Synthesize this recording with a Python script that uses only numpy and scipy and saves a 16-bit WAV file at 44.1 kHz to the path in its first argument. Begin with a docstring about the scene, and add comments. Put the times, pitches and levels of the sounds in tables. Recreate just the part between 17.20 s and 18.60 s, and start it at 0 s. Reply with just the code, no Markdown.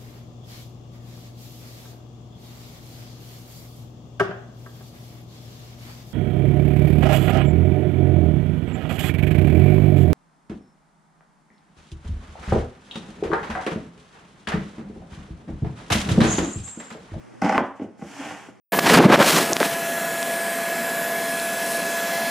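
"""A plastic dustpan judders over a wooden floor and stops with a sharp knock, in a small quiet room.
Its lip catches and slips, each catch ringing the plastic and thudding on the boards. The pan bumps
down softly a few times, then sweeps through loose litter in one rustling swell, its base droning.
Hiss and a faint appliance hum lie underneath; the camera's gain control ducks at the loud scrape."""
import sys
import numpy as np
from scipy import signal
from scipy.fft import rfft, irfft, next_fast_len
from scipy.io import wavfile
from scipy.ndimage import map_coordinates

SR = 44100
rng = np.random.default_rng(int(sys.argv[2]) if len(sys.argv) > 2 else 0)


def wav_out(sig):
    """Save sig, one row per channel (or a flat mono array), as 16-bit PCM at SR to the path in sys.argv[1]."""
    wavfile.write(sys.argv[1], SR, np.round(np.clip(np.atleast_2d(sig).T, -1, 1) * 32767).astype(np.int16))


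N = 61739

# Stereo image in the room, narrow mids and wide highs: frequency_hz, left_right_correlation
STEREO_IMAGE = [(30, 0.31), (70, 0.44), (140, 0.98), (600, 0.95), (2000, 0.92), (4000, 0.8), (7000, 0.42),
                (12000, .03)]


def judder():
    """The pan's lip catches and slips along the boards."""
    # One row a catch: start_s, ring_db, thud_db, thud_pitch_hz, tick_db
    catches = [(.2165, -54, -47, 250.4, -33.5), (.2195, -20, -21, 229, -29.5), (.24, -39, -16, 222.3, -62),
               (.247, -21.5, -18, 227.8, -31), (.261, -21, -30, 220, -42), (.2935, -14.5, -27, 281, -25.5),
               (.324, -14.5, -30, 256, -28), (.346, -16.5, -19, 259.6, -45),
               (.3545, -18.5, -24.5, 261.8, -35), (.3915, -20.5, -18.5, 261.6, -52),
               (.409, -46, -13.5, 268, -39)]
    return contacts(catches, room_db=-4.5)


def knock():
    """One hard crack as the pan hits its stop; the plastic rings on and the room answers dully."""
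    # Tone of the crack: frequency_hz, level_db
    crack_spectrum = [(30, -28), (120, -15.5), (280, -5.5), (450, -4), (680, -7.5), (1050, 0), (1400, -4),
                      (2100, -8), (2900, -18.5), (3700, -27.5), (5500, -34), (8000, -43), (16000, -52)]
    # Modes of the pan pinned against its stop: pitch_hz, level_db, t60_s
    pinned_modes = [(286, -16, 0.08), (568, -22.5, .4), (690, -19, 0.22), (740, -23, 0.04),
                    (906, -22, 0.16), (1015, -7, 0.041), (1537, -28.5, 0.17)]
    # Dark EQ on the reverb: frequency_hz, gain_db
    reverb_eq = [(200, 4.5), (1000, 0), (2500, -10), (6000, -19), (14000, -26)]
    start_s = .3797
    out, t = np.zeros((2, N)), np.arange(SR // 2) / SR
    crack = amp(-1.5) * np.pad(click(crack_spectrum), (0, SR // 2))
    reverb = in_room(crack, room_db=1) - crack
    add(out, start_s, crack + filtered(reverb, lambda hz: amp(along(reverb_eq, hz))))
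    add(out, start_s, in_room(ring(pinned_modes, t, rise_s=.0015), room_db=-9))
    return out


def bumps():
    """The pan is softly set down or nudged."""
    # One row a touch: start_s, ring_db, thud_db, thud_pitch_hz, tick_db
    touches = [(.135, -83, -46, 322, -86), (.596, -33, -21, 293, -60), (.615, -48, -16, 260, -60),
               (.623, -34.5, -30, 306, -49), (.641, -41, -21, 297.6, -65), (.654, -56, -32.5, 226.5, -68),
               (.79, -43, -34.5, 230, -70), (.813, -36.5, -39, 220, -74), (.8205, -29, -19.5, 205.8, -48),
               (.838, -42, -28.5, 254, -78), (1.008, -29.5, -33, 296, -50), (1.061, -28.5, -33, 239, -56),
               (1.107, -26, -32.5, 281, -49), (1.284, -41.5, -32.5, 287.4, -71),
               (1.294, -63, -35.5, 244, -67)]
    return contacts(touches, room_db=-6.5)


def contacts(hits, room_db):
    """Each contact rings the pan, thuds on the boards and crushes a few chips with a tick."""
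    # Modes of the plastic pan: pitch_hz, level_db, t60_s
    pan_modes = [(510.7, -17, 0.15), (575, -22, .2), (635, -16, 0.27), (786, -2.5, 0.063),
                 (870, -8.5, 0.077), (1100, -12.5, 0.072), (1281, -16, 0.076), (1422, -11.5, 0.034),
                 (1512, -11, 0.046), (2030, -7.5, 0.019), (2543, -15, 0.014), (3034, -28.5, 0.026)]
    # Hollow thud of pan on boards: pitch_ratio, level_db, t60_s
    thud_modes = [(.38, -22.5, 0.203), (.76, -8, 0.094), (1, 1.5, 0.048), (1.35, -9, 0.12),
                  (1.8, -13.5, 0.094), (2.3, -11.5, 0.062), (3.05, -20.5, 0.052)]
    # Tone of crushed chips: frequency_hz, level_db
    tick_spectrum = [(200, 13.5), (1000, 2.5), (2400, -5), (3800, -15.5), (5300, -1.5), (8000, -17),
                     (13000, -26.5), (16000, -58)]
    tick_t60_s, low_cut_hz = .026, 97
    out, t = np.zeros((2, N)), np.arange(SR // 2) / SR
    for start_s, ring_db, thud_db, thud_hz, tick_db in hits:
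        plastic = amp(ring_db) * ring(pan_modes, t, rise_s=.00046)
        tuned_modes = [(ratio * thud_hz, db, t60) for ratio, db, t60 in thud_modes]
        thud = amp(thud_db) * ring(tuned_modes, t, rise_s=.0023)
        crunch = coloured(rng.standard_normal((2, len(t))), tick_spectrum)
        tick = amp(tick_db - 60 * t / tick_t60_s) * crunch
        add(out, start_s, in_room(plastic + thud + tick, room_db))
    return signal.sosfilt(signal.butter(2, low_cut_hz, "high", fs=SR, output="sos"), out)


def grind():
    """The lip grinds over grit for as long as the pan is shoved."""
    # Tone of grit under the lip: frequency_hz, level_db
    grit_spectrum = [(30, -47), (100, -29), (210, 12.5), (400, -1.5), (800, 5), (1200, -2.5), (2300, -4.5),
                     (3100, -11.5), (3900, -23), (5400, -18.5), (8000, -25.5), (12000, -40.5), (15000, -61)]
    start_s, end_s, attack_s, release_s = .216, .4, .03, .007
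    t = np.arange(N) / SR
    push = np.clip((t - start_s) / attack_s, 0, 1) * np.exp(-np.maximum(t - end_s, 0) / release_s)
    return amp(-31) * push * coloured(grains(per_s=2800, scatter_db=1.5), grit_spectrum)


def litter():
    """Chips rustle against each other and slide over the hollow pan."""
    # Envelopes of the dry rustle and of the slide: time_s, level_db
    rustle_envelope = [(.2, -80), (.38, -76), (.46, -58), (.54, -79), (.565, -61), (.6, -69.5), (.635, -58),
                       (.69, -83), (.76, -95), (.78, -61.5), (.88, -50.5), (1.0, -45), (1.1, -44),
                       (1.16, -50), (1.27, -56), (1.4, -80)]
    slide_envelope = [(.2, -73), (.4, -34.5), (.55, -60), (.62, -46), (.7, -82), (.77, -67), (.84, -50.5),
                      (.9, -45.5), (1.02, -36), (1.11, -36.5), (1.16, -43), (1.27, -47), (1.34, -69.5),
                      (1.4, -69)]
    # Tone of the bright rustle and of the hollow slide: frequency_hz, level_db
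    rustle_spectrum = [(300, -18), (2000, 0.5), (4000, -8.5), (5400, -1), (7000, -1), (9000, -7),
                       (12500, -17.5), (14500, -32)]
    slide_spectrum = [(30, -29), (80, -7.5), (190, 6), (285, -1.5), (410, 2.5), (520, 0.5), (590, 3),
                      (800, 6.5), (1200, 1.5), (1500, 3), (2200, 0), (3250, -3), (3900, -18), (7000, -26),
                      (14000, -64)]
    rustle = coloured(grains(per_s=10000, scatter_db=5), rustle_spectrum)
    slide = coloured(grains(per_s=3000, scatter_db=3.5), slide_spectrum)
    return amp(curve(rustle_envelope)) * rustle + amp(curve(slide_envelope)) * slide


def base_drone():
    """Pressed down in mid-sweep, the pan's base drones at an unsteady pitch."""
    # Envelope of the base rubbing the boards: time_s, level_db
    envelope = [(.8, -104), (.9, -49), (.98, -47), (1.005, -28.5), (1.045, -45), (1.075, -40.5), (1.1, -54),
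                (1.13, -35), (1.165, -45.5), (1.2, -82), (1.26, -86)]
    pitch_hz = 291.5 * (1 + .035 * wobble(per_s=60.96))
    level_db = curve(envelope) + 2.7 * wobble(per_s=70.83)
    return amp(level_db) * unit(np.sin(2 * np.pi * np.cumsum(pitch_hz) / SR))


def in_room(x, room_db):
    """The sound plus a short room tail, each frequency dying at its own speed."""
    # Decay of the small room: frequency_hz, t60_s
    decay = [(100, 0.39), (260, 0.23), (700, 0.44), (1800, 0.44), (5000, 0.21), (12000, .18)]
    predelay_s = .003
    hz, t, noise = signal.stft(rng.standard_normal((2, SR // 2)), SR, nperseg=256)
    fading = noise * amp(-60 * t / along(decay, hz)[:, None])
    tail = spread(signal.istft(fading, SR, nperseg=256)[1])
    tail = np.pad(tail / np.linalg.norm(tail[0]), ((0, 0), (int(predelay_s * SR), 0)))
    return x + amp(room_db) * signal.fftconvolve(np.atleast_2d(x), tail, axes=1)[:, :x.shape[-1]]


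def room_tone():
    """Wide microphone hiss and a faint appliance hum."""
    # Tone of the hiss: frequency_hz, level_db
    hiss_spectrum = [(25, -17), (120, -6.5), (210, 2.5), (400, -4.5), (800, -10.5), (2400, -21.5),
                     (3900, -32.5), (5500, -29), (10500, -38.5), (15000, -73)]
    # Width of the hiss, lows out of phase: frequency_hz, left_right_correlation
    hiss_image = [(50, -0.85), (450, -0.71), (2000, 0.76), (12000, 0.24)]
    hum_hz = 122.8
    hum = np.sqrt(2) * np.sin(2 * np.pi * hum_hz * np.arange(N) / SR)
    hiss = coloured(rng.standard_normal((2, N)), hiss_spectrum, hiss_image)
    return amp(-46) * hiss + amp(-58.5) * hum


def ring(modes, t, rise_s, scatter_db=1):
    """Damped modes, struck a little differently each time."""
    hz, db, t60 = np.transpose(modes)[:, :, None]
    level_db = db + scatter_db * rng.standard_normal(hz.shape) - 60 * t / t60
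    polarity = (-1) ** np.arange(len(hz))[:, None]
    return (amp(level_db) * polarity * np.sin(2 * np.pi * hz * t)).sum(0) * (1 - np.exp(-t / rise_s))


def grains(per_s, scatter_db):
    """Two streams of tiny impacts at random times and of random size."""
    hits = (rng.random((2, N)) < per_s / SR) * rng.choice([-1, 1], (2, N))
    return unit(hits * amp(scatter_db * np.clip(rng.standard_normal((2, N)), -2, 2)))


def click(spectrum, size=4096):
    """The tightest (minimum-phase) pulse with this spectrum, peak 1."""
    cepstrum = irfft(np.log(amp(along(spectrum, np.fft.rfftfreq(size, 1 / SR)))))
    cepstrum[1:size // 2] *= 2
    cepstrum[size // 2 + 1:] = 0
    pulse = irfft(np.exp(rfft(cepstrum)))
    return pulse / np.abs(pulse).max()


def coloured(pair, spectrum, image=STEREO_IMAGE):
    """A stereo texture of rms 1 with this spectrum."""
    texture = signal.fftconvolve(spread(pair, image), click(spectrum)[None], axes=1)
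    return unit(texture[:, :pair.shape[1]])


def spread(pair, image=STEREO_IMAGE):
    """Two unrelated signals become left and right, as correlated as the image says."""
    angle = lambda hz: np.arccos(np.clip(along(image, hz), -1, 1)) / 2
    mid, side = filtered(pair, lambda hz: np.array([np.cos(angle(hz)), np.sin(angle(hz))]))
    return np.array([mid + side, mid - side])


def filtered(x, response):
    """Zero-phase EQ with gain response(hz)."""
    n = x.shape[-1]
    size = next_fast_len(n + SR // 4)
    return irfft(rfft(x, size) * response(np.fft.rfftfreq(size, 1 / SR)), size)[..., :n]


def wobble(per_s):
    """A smooth curve through per_s random points a second."""
    return map_coordinates(rng.standard_normal(int(N * per_s / SR) + 4), [np.arange(N) * per_s / SR])


def along(points, hz):
    """(frequency_hz, value) points read on a log axis."""
    point_hz, values = np.transpose(points)
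    return np.interp(np.log(hz + 1), np.log(point_hz + 1), values)


def curve(points):
    """(time_s, value) points joined into one value per sample."""
    return np.interp(np.arange(N) / SR, *np.transpose(points))


def add(out, start_s, x):
    """Mixes x into out at start_s."""
    part = out[:, round(start_s * SR):][:, :x.shape[-1]]
    part += x[..., :part.shape[1]]


def amp(db):
    """Decibels to gain."""
    return 10 ** (np.asarray(db) / 20)


def unit(x):
    """Scaled to rms 1."""
    return x / np.sqrt(np.mean(x ** 2) + 1e-20)


def scene():
    """The dustpan works close to the microphone and a little to the right, over the room tone."""
    close_db, balance_db = 5.5, [[-.3], [.3]]
    impacts = judder() + bumps() + knock()
    friction = in_room(grind() + litter(), room_db=-6.5) + in_room(base_drone(), room_db=-11.5)
    return (impacts + friction) * amp(close_db) * amp(balance_db) + room_tone()


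def record(dry):
    """The camera's gain control ducks at loud sound and creeps back; a high cut trims the top."""
    threshold_db, window_s, recovery_db_per_s, high_cut_hz = -19.5, .027, 2, 16700
    size = int(window_s * SR)
    power = np.abs(signal.fftconvolve(np.mean(dry ** 2, 0), np.ones(size) / size)[:N])
    over_db = np.maximum(10 * np.log10(power + 1e-12) - threshold_db, 0)
    recovery_db = recovery_db_per_s * np.arange(N) / SR
    gain_db = recovery_db - np.maximum.accumulate(over_db + recovery_db)
    return filtered(dry * amp(gain_db), lambda hz: hz < high_cut_hz)


dry = scene()
out = record(dry)
wav_out(out)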